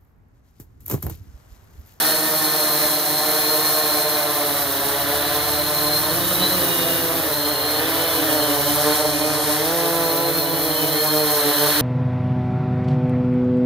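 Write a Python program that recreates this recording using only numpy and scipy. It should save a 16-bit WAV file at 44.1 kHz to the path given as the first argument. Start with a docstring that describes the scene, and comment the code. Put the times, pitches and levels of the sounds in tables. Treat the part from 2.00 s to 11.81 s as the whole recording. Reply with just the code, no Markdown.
"""Six-rotor drone over an open field

A few metres above a stereo microphone a drone manoeuvres. Its propellers buzz, beat and now and
then slap as they are steered, the wake rushes, the blade tips hiss, and the motors whine and surge
through a ringing housing. Far off, the low hum of a light aircraft sinks slowly in pitch."""
import sys
import numpy as np
from scipy import signal
from scipy.fft import rfft, irfft, next_fast_len
from scipy.io import wavfile
from scipy.ndimage import uniform_filter1d

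SR = 44100
rng = np.random.default_rng(int(sys.argv[2]) if len(sys.argv) > 2 else 0)


def unload_wav(signal):
    """Save mono or channel-first audio to the path in sys.argv[1] as 16-bit WAV at rate SR, clipped to [-1, 1]."""
    wavfile.write(
        sys.argv[1],
        SR,
        np.round(np.clip(np.atleast_2d(signal).T, -1, 1) * 32767).astype(np.int16),
    )


N = 432621
T = np.arange(N) / SR

# resonances of the arms that carry the motors: (frequency [Hz], gain [dB])
ARM_RESONANCES = [(1650, -5), (1755, 14), (1795, 30), (1830, 17), (1870, -6), (2860, 7), (3500, 0),
                  (3720, 15), (3850, 13), (3980, 22), (4150, 13), (4300, -6)]


def drone(hover_hz=150, load_power=1.6, jitter_rad=0.21, hunting_hz=1.306, shudder=0.41, ragged_db=3):
    """Six rotors close overhead beat together, each with its pulses, whine and puffs of air noise."""
    # one row a rotor: (group, buzz [dB], brightness [dB/octave], odd harmonics [dB], whine [dB],
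    # random drift [Hz])
    rotors = [("lead", 0, 0.45, 0, -6, 0.1001), ("slow", -1.9, 0, 0, 0, 0.059),
              ("middle", -3.5, -1.4, 0, -4.5, 0.081), ("high", -5, -1.7, -31, 1, .4),
              ("inner", -4.5, -1.1, 0, -9, .8), ("slow", -10, -0.58, 0, -15, 1.5)]
    # how much the rotors chop through their own wake: (time [s], churn [0-1])
    wake_churn = [(3.7, 0), (4.2, .9), (4.55, 0.95), (4.8, 0.31), (5.8, 0.22), (6.35, .45), (6.6, 0.11)]
    # third harmonic within the buzz: (time [s], gain [dB])
    third_gain = [(0, -1.5), (2, 0), (3, 1.5), (7, 3), (9.81, 6.5)]
    # magnetic pull in a motor, upper and lower tones: (multiple of the blade rate, level [dB])
    upper_orders = [(27, -4), (28, 5), (29, -14)]
    lower_orders = [(20.5, -10.5), (21, 2.5), (22, -20)]
    thump, hum, buzz, upper_whine, lower_whine, puffs = np.zeros((6, N))
    churn, third, rates = curves(wake_churn)[0], amp(curves(third_gain)[0]), blade_rates()
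    for group, buzz_db, bright_db, odd_db, whine_db, drift_hz in rotors:
        # the inertia of the rotor rounds off each change of speed
        hz = uniform_filter1d(rates[group], size=2200) + drift_hz * wander(rate_hz=1.5)
        # in churned air the controller hunts, the pulses come early or late, and the motor shudders
        hz += hunting_hz * churn * wander(rate_hz=20.04)
        angle = 2 * np.pi * (np.cumsum(hz) / SR + rng.random())
        blade = angle + jitter_rad * churn * wander(rate_hz=25)
        shuddering = angle + shudder * (blade - angle)
        # churned air also loads each rotor unevenly and takes the edge off the faster ones
        load = amp(buzz_db + ragged_db * churn * wander(rate_hz=16)) * (hz / hover_hz) ** load_power
        edge = (hz / hover_hz - 1) * (1 - churn)
        thump += load * (hz / hover_hz) ** 2 * np.sin(blade)
        hum += amp(buzz_db) * np.sin(2 * blade)
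        buzz += load * (hover_hz / hz) ** (2 * churn) * propeller(blade, edge, bright_db, odd_db, third)
        puffs += load * (np.cos(blade) + 3.1 * np.cos(2 * blade) + 0.19 * np.cos(blade / 2))
        upper_whine += amp(whine_db) * motor(angle, upper_orders, flutter=0.13)
        lower_whine += amp(whine_db) * motor(shuddering, lower_orders, flutter=0.72)
        if group == "lead":
            shake, slaps = arm_shake(angle), blade_slaps(blade)
    tones = blade_tones(thump, hum, buzz) + frame_whine(upper_whine, lower_whine)
    return tones + shake + slaps + air_rush(unit_rms(puffs), churn)


def blade_rates():
    """Blade-pass rate of each rotor group in Hz: the steered rate plus its share of the rocking."""
    # a hover, a hard turn, a gentler one, level flight, then a long turn that settles in a few swings:
    # (time [s], lead [Hz], slow [Hz], middle [Hz], high [Hz], inner [Hz])
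    steering = [ (0, 158.3, 152.6, 152.5, 177.2, 155.6), (.3, 158, 153.2, 153.1, 175.2, 155.5),
                (.75, 153.1, 148.1, 150.3, 171.7, 150.2), (1.05, 152.9, 147.1, 149.9, 171.2, 152),
                (1.65, 155.7, 150.4, 154.5, 175.6, 154), (1.95, 152.5, 147.6, 150.9, 171.6, 150),
                (2.15, 152.2, 148.1, 149.3, 171.3, 149.3), (2.5, 147.5, 142.3, 144.8, 164.7, 143.1),
                (2.73, 141.2, 135.2, 139.4, 157.2, 137.9), (3.42, 149.1, 146.9, 148.3, 166.9, 145.3),
                (3.97, 150, 148.3, 149.9, 170.9, 147.1), (4.1, 156.6, 151.3, 152.8, 173.2, 154.7),
                (4.22, 174.8, 143, 145.6, 179.8, 161.8), (4.48, 182.5, 147.9, 149.2, 190, 165),
                (4.75, 169.6, 134, 138, 177, 155.6), (5.17, 164, 133, 136.6, 171.9, 151.9),
                (5.36, 147.8, 146.4, 146, 152.1, 147.2), (5.7, 150.4, 133.8, 149, 150.5, 146.9),
                (5.88, 162.2, 136.8, 142.1, 162.2, 146.7), (6.07, 165.6, 146.8, 149.6, 164.9, 146.9),
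                (6.33, 154.2, 139.9, 144.7, 153.8, 146), (6.57, 144.5, 139.8, 145.9, 147.3, 143.3),
                (6.9, 150.9, 148, 151.2, 151.5, 149.1), (7.3, 153.1, 142.1, 150.8, 153.2, 145.5),
                (7.57, 151.2, 148, 150.5, 153.1, 149.5), (7.73, 168.4, 147, 148.3, 168.2, 146.9),
                (8.38, 165.2, 146.5, 145, 169, 146.1), (8.54, 165.1, 143.6, 151.3, 161.3, 145.7),
                (8.76, 157.3, 147.1, 150, 156, 147), (8.89, 160.4, 141.9, 150.5, 149.4, 145.5),
                (9.03, 154, 153, 148.9, 151.8, 149.7), (9.24, 152.1, 150.9, 149, 151.4, 149.9),
                (9.46, 145.4, 142.9, 146.9, 148.9, 145.5), (9.81, 151.3, 146.9, 152.8, 153.2, 147.8)]
    # the controller overshoots and the craft rocks: (start [s], length [s], rate [Hz], depth [Hz])
    overshoot = (7.86, .82, 3.35, 5.1)
    # rotors that are steered together: name -> share of the rocking
    groups = {"lead": 0.46, "slow": -0.81, "middle": 0.74, "high": -0.55, "inner": 0}
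    start, length, rate, depth_hz = overshoot
    since = np.clip(T - start, 0, length)
    rocking = depth_hz * np.sin(np.pi * since / length) * np.sin(2 * np.pi * rate * since)
    return {name: hz + share * rocking for (name, share), hz in zip(groups.items(), curves(steering))}


def propeller(angle, edge, bright_db, odd_db, third, sharpen=0.86, gusty=0.32, uneven_db=-23):
    """Each passing blade makes a pressure pulse, sharper above hover speed; eddies shake its overtones."""
    phase = (angle % (4 * np.pi)).astype(np.float32)
    buzz = np.zeros(N)
    for k in range(3, 17):
        strength = amp(bright_db * np.log2(k / 2) + odd_db * (k % 2))
        strength *= 1 + gusty * np.sqrt(k / 2) * wander(rate_hz=12)
        strength *= third if k == 3 else 1 + sharpen * np.log2(k / 3) * edge
        buzz += strength * np.sin(k * phase + k / 10 * rng.standard_normal())
    return buzz * (1 + amp(uneven_db) * np.cos(phase / 2))  # unlike blades add half orders


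def blade_tones(thump, hum, buzz, thump_trim_db=-5.5, buzz_trim_db=-0.5):
    """The blade pulses as heard from the ground: thrust thump, octave hum and the buzz above them."""
    # the two lowest blade tones: (time [s], relative thump level [dB], hum level [dB])
    low_levels = [(0, -35.5, -33.5), (2.7, -38, -35.5), (3.6, -34.5, -35), (4.45, -26.5, -30.5),
                  (5.75, -39, -33), (6.4, -34.5, -27.5), (6.7, -30, -29), (7.2, -33.5, -29),
                  (7.9, -30.5, -29.5), (9, -29, -30), (9.81, -31, -28.5)]
    # buzz beamed at the microphone as the craft tilts: (time [s], relative level [dB])
    buzz_levels = [(0, -28), (.85, -26), (1.03, -29), (1.3, -25), (2.4, -25), (2.75, -29.5), (2.9, -26),
                   (4.1, -27), (4.28, -31.5), (4.45, -27.5), (5.6, -27), (6.4, -24.5), (6.9, -24),
                   (7.2, -24.5), (7.85, -25), (8.7, -26.5), (9.42, -22.5), (9.81, -27)]
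    # colours of the hum and of the buzz: (frequency [Hz], gain [dB])
    hum_colour = [(290, 0.5), (335, 7), (375, -4)]
    buzz_colour = [(300, 18), (420, -0.5), (510, 5), (590, 5), (680, 4), (745, 0.5), (840, -3), (915, -3.5),
                   (1020, -1), (1150, -4), (1800, -16.5), (2400, -8)]
    (thump_db, hum_db), (buzz_db,) = curves(low_levels), curves(buzz_levels)
    tones = amp(thump_db + thump_trim_db) * levelled(thump, seconds=0.2)
    tones += amp(hum_db) * levelled(coloured(hum, hum_colour), seconds=0.34)
    return tones + amp(buzz_db + buzz_trim_db) * levelled(coloured(buzz, buzz_colour), seconds=0.18)


def blade_slaps(blade):
    """A blade cuts its neighbour's tip vortex: short runs of sharp suction pulses, one at each pass."""
    # runs of slaps: (start [s], length [s], level [dB])
    runs = [(6.3, 0.18, -29), (6.846, 0.097, -23.5), (6.991, 0.031, -22.5), (7.041, 0.025, -20),
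            (7.65, 0.66, -27), (9.02, 0.31, -30), (9.584, 0.096, -25)]
    # colour of a slap: (frequency [Hz], gain [dB])
    slap_colour = [(300, -9), (550, 4), (700, -5.5), (1000, -0.5), (1300, -15), (2400, -21)]
    level = np.zeros(N)
    for start, length, db in runs:
        add(level, start, amp(db) * swell(length, edge_s=0.014))
    phase = (blade % (2 * np.pi)).astype(np.float32)
    suction = -sum(np.cos(k * phase) for k in range(2, 16))
    return level * unit_rms(coloured(suction, slap_colour))


def air_rush(puffs, churn, wake_trim_db=4.5, tip_trim_db=6.0, eddies_db=-35):
    """The wake, struck eddies and the blade tips make turbulent noise that pulses with the blades."""
    # air noise sent to the ground, relative levels: (time [s], wake rush [dB], tip hiss [dB])
    noise_levels = [(0.1, -30, -21.5), (.21, -34, -24), (0.9, -33, -23), (1.0, -34.5, -25),
                    (1.55, -33, -23), (2.7, -33.5, -27), (3.3, -31, -27), (3.55, -34, -26),
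                    (4.67, -32.5, -25), (5.63, -34.5, -28.5), (5.79, -31, -27), (6.72, -34, -24),
                    (6.91, -30, -22), (7.1, -35.5, -25), (7.54, -32.5, -23.5), (8.44, -37, -29.5),
                    (9.15, -35, -25), (9.76, -28, -22.5)]
    # colours of the wake and of eddies struck by the blades: (frequency [Hz], gain [dB])
    wake_colour = [(30, -31), (70, -26), (130, -2), (220, -16), (350, -3.5), (600, 0), (1100, 1), (1800, 4),
                   (2200, -4), (3200, -1), (4200, 3), (4600, -4.5), (8000, -55)]
    eddy_colour = [(50, -27), (120, 18), (220, -7), (400, -10), (600, -6), (1200, 13), (2500, -45)]
    wake_db, tip_db = curves(noise_levels)
    wake = amp(wake_db + wake_trim_db) * turbulence(wake_colour)
    wake += amp(eddies_db) * churn * turbulence(eddy_colour)
    tips = amp(tip_db + tip_trim_db) * tip_hiss()
    wake_swish = unit_rms(np.exp(0.195 * puffs))
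    flicker = 0.089 * wander(rate_hz=17)
    tip_swish = unit_rms(np.exp(0.135 * puffs + flicker))
    return wake * wake_swish + tips * tip_swish


def tip_hiss(top_hz=11500):
    """Noise shed by the blade tips; its top treble comes and goes as the craft tilts."""
    # colour of the hiss: (frequency [Hz], gain [dB])
    tip_colour = [(2000, -19.5), (4000, -10), (5500, -4.5), (7000, -10), (8500, -5.5), (10000, -1),
                  (12000, -0.8), (15400, 1.5)]
    # top treble within the hiss: (time [s], gain [dB])
    sheen = [(0, 0), (5.2, 1.5), (6.3, 1), (7.3, -6), (8.3, 3.5), (9.81, -0.5)]
    hiss = turbulence(tip_colour)
    top = filtered(hiss, lambda hz: 1 - 1 / (1 + (hz / top_hz) ** 10))
    return hiss - top + amp(curves(sheen)[0]) * top


def turbulence(colour):
    """Stereo air noise of unit rms, partly alike at the two microphone ports."""
    # likeness of the noise at the ports: (frequency [Hz], correlation [0-1])
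    likeness = [(40, .4), (150, .9), (400, .98), (1300, .99), (2200, .66), (3000, .6), (3450, .99),
                (4100, .99), (4900, .25), (6500, .5), (7800, .7), (8700, .4), (10400, .82), (15000, .88)]
    left, unrelated = rng.standard_normal((2, N))
    alike = lambda hz: np.clip(at_frequency(likeness, hz), 0, 1)
    right = filtered(left, alike) + filtered(unrelated, lambda hz: np.sqrt(1 - alike(hz) ** 2))
    return unit_rms(coloured(np.array([left, right]), colour))


def motor(angle, orders, flutter):
    """Magnets passing the stator teeth sing at high multiples of the shaft speed."""
    phase = (angle % (4 * np.pi)).astype(np.float32)
    whine = sum(amp(db) * np.sin(k * phase + rng.uniform(0, 2 * np.pi)) for k, db in orders)
    return whine * (1 + flutter * wander(rate_hz=12))


def frame_whine(upper, lower):
    """The whine flares whenever a motor's speed carries it through a resonance of housing or arms."""
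    # resonances of the motor housing: (frequency [Hz], gain [dB])
    housing = [(3300, -22), (3750, -12), (4000, 14), (4130, 15), (4220, 17.5), (4320, 7.5), (4480, -16)]
    # upper whine as the craft turns: (time [s], level [dB])
    upper_levels = [(0, -26), (.3, -30), (.5, -30), (.9, -29), (1.0, -33), (1.15, -29), (1.65, -27),
                    (2.3, -32.5), (2.7, -38), (3.8, -29.5), (4.2, -38), (8.6, -37), (9.2, -33), (9.81, -36)]
    # the lower whine comes out as the craft shows its other side: (time [s], gain [dB])
    lower_gains = [(0, -71), (3.9, -58), (4.47, -44.5), (4.68, -54), (5.1, -57), (6.05, -44), (6.8, -49),
                   (8.3, -56), (8.6, -45), (9.81, -49)]
    from_housing = amp(curves(upper_levels)[0]) * unit_rms(coloured(upper, housing))
    from_arms = amp(curves(lower_gains)[0]) * coloured(lower, ARM_RESONANCES)
    return from_housing + from_arms


def motor_whistles(waver_hz=5, flutter_db=1.6):
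    """Each surge is one motor tone arching through a frame resonance, wavering in pitch and level."""
    # surges: (start [s], length [s], first pitch [Hz], middle pitch [Hz], last pitch [Hz], level [dB])
    surges = [ (3.899, 0.11, 4130, 4170, 4190, -24.5), (4.028, 0.103, 4150, 4230, 4325, -31),
              (4.39, .2, 4036, 4125, 4082, -32), (4.639, 0.38, 2950, 2867, 2890, -34.5),
              (5.311, 0.36, 4080, 4175, 4126, -31.5), (5.649, 0.16, 4145, 4203, 4310, -28),
              (5.99, 0.21, 4114, 4195, 4110, -35.5), (6.35, 0.12, 4330, 4210, 4046, -29),
              (6.839, 0.19, 4166, 4255, 4202, -34), (7.033, 0.49, 4190, 4245, 4212, -36.5),
              (8.029, .12, 4096, 4225, 4175, -31.5), (8.15, .17, 4055, 4183, 4115, -32),
              (8.318, .14, 4150, 4240, 4204, -31.5), (8.44, .2, 4012, 4224, 4250, -36),
              (8.62, .24, 4260, 4185, 4305, -34), (8.961, 0.093, 4240, 4260, 4074, -29),
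              (9.061, 0.0921, 4320, 4210, 4180, -31), (9.15, 0.2, 4110, 4234, 4170, -30.5),
              (9.37, 0.26, 4103, 4120, 4180, -34), (9.601, 0.21, 4162, 4258, 4263, -36)]
    whistles, waver = np.zeros(N), waver_hz * wander(rate_hz=16)
    for start, length, first_hz, middle_hz, last_hz, db in surges:
        level = amp(db) * swell(length, edge_s=0.035)
        arch = np.polyfit([0, .5, 1], [first_hz, middle_hz, last_hz], 2)
        hz = np.polyval(arch, np.linspace(0, 1, len(level)))
        hz += np.interp(start + T[:len(level)], T, waver)
        angle = 2 * np.pi * (np.cumsum(hz) / SR + rng.random())
        add(whistles, start, np.sqrt(2) * level * np.sin(angle))
    return whistles * amp(flutter_db * wander(rate_hz=15))


def arm_shake(angle, ring_db=-13, throb_db=-52, unsteady=0.41):
    """Odd shaft orders shake an arm: a faint throb, a low side tone and a ring at its resonances."""
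    # how hard the slightly unbalanced lead propeller shakes its arm: (time [s], level [dB])
    shake_levels = [(0, -39), (.45, -44), (1.6, -49.5), (8.7, -49.5), (9.81, -57)]
    shaft = angle / 2  # two blades pass in each turn
    throb, side_tone = amp(throb_db) * np.sin(shaft), np.sin(3 * shaft)
    ring = amp(ring_db) * coloured(np.sin(23 * shaft), ARM_RESONANCES)
    shake = throb + amp(curves(shake_levels)[0]) * (side_tone + ring)
    return shake * (1 + unsteady * wander(rate_hz=6.6))


def far_aircraft(fading_db=2.0):
    """Exhaust orders of a distant piston engine, each fading in and out on its way through the air."""
    # the engine as heard from the field: (time [s], crank rate [Hz], level [dB])
    flight = [(0, 22.6, -60), (1.8, 20.3, -49), (3.3, 15.2, -40), (5.8, 17.5, -42.5), (6.8, 17.2, -40.5),
              (8.2, 15.9, -48), (9.81, 15.2, -47)]
    # exhaust tones: (multiple of the crank rate, relative level [dB])
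    exhaust = [(2, -7), (4, -2), (5, 6), (6, -4), (7, 6), (9, -6)]
    crank_hz, level_db = curves(flight)
    angle = 2 * np.pi * np.cumsum(crank_hz) / SR
    engine = np.zeros(N)
    for k, db in exhaust:
        strength = amp(db + fading_db * wander(rate_hz=4.1))
        engine += strength * np.sin(k * angle + rng.uniform(0, 2 * np.pi))
    return amp(level_db) * unit_rms(engine)


def amp(db):
    """Decibels to gain."""
    return 10 ** (np.asarray(db) / 20)


def unit_rms(x):
    """Scales to unit rms."""
    return x / np.sqrt(np.mean(x ** 2) + 1e-20)


def levelled(x, seconds):
    """Evens out swells slower than the given time and keeps the quicker beats."""
    size = int(seconds * SR)
    power = uniform_filter1d(uniform_filter1d(x ** 2, size), size)
    return x / np.sqrt(abs(power) + 1e-12)


def curves(table):
    """The columns of a time table, sample by sample."""
    times, *columns = np.transpose(table)
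    return [np.interp(T, times, column) for column in columns]


def at_frequency(table, hz):
    """Reads a table on a logarithmic frequency axis."""
    frequencies, values = np.transpose(table)
    return np.interp(np.log(hz + 1e-3), np.log(frequencies), values)


def filtered(x, response):
    """Applies a response given as a function of frequency."""
    size = next_fast_len(N + 2048)
    return irfft(rfft(x, size) * response(np.fft.rfftfreq(size, 1 / SR)), size)[..., :N]


def coloured(x, colour):
    """Shapes x by a table of (frequency [Hz], gain [dB])."""
    return filtered(x, lambda hz: amp(at_frequency(colour, hz)))


def wander(rate_hz, size=4096):
    """Slow random motion of unit rms, up to about the given rate."""
    hz = np.fft.rfftfreq(size, T[-1] / size)
    slow = irfft(rfft(rng.standard_normal(size)) / (1 + (hz / rate_hz) ** 2))
    return np.interp(T, np.linspace(0, T[-1], size), unit_rms(slow))


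def add(mix, start_s, sound):
    """Mixes a sound in at the given time."""
    part = mix[round(start_s * SR):][:len(sound)]
    part += sound[:len(part)]


def swell(length, edge_s):
    """A smooth rise, a hold and a smooth fall."""
    t = np.arange(0, length, 1 / SR)
    return np.sin(np.pi / 2 * np.clip(np.minimum(t, length - t) / edge_s, 0, 1))


def scene():
    """An open field: the drone a few metres overhead, the aircraft far away."""
    return drone() + motor_whistles() + far_aircraft()


def record(dry, cutoff_hz=15650):
    """The stereo microphone shifts phase and level between its ports; the top treble is cut off."""
    # phase between the ports: (frequency [Hz], lead of the left [rad])
    port_phase = [(50, 1.2), (300, .5), (900, .03), (1400, -.03), (2000, -1.1), (2550, -3.1), (3400, -6.25),
                  (4450, -6.3), (5100, -9.2), (7700, -15.7), (15150, -34.6)]
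    # balance of the ports: (frequency [Hz], left minus right [dB])
    port_balance = [(60, -1.5), (150, -4), (300, -2), (1000, -2), (1800, 1), (2700, -2.5), (3400, -2),
                    (4200, 0.5), (5200, 2.5), (7500, 0), (9500, -1.5), (15000, -1)]

    def ports(hz):
        lead = np.interp(hz, *np.transpose(port_phase))
        lean = amp(at_frequency(port_balance, hz) / 2)
        return np.array([lean * np.exp(1j * lead), 1 / lean])
    lowpass = signal.firwin(511, cutoff_hz, window=("kaiser", 9), fs=SR)
    return signal.oaconvolve(filtered(dry, ports), lowpass[None], "same")


dry = scene()
out = record(dry)
unload_wav(out)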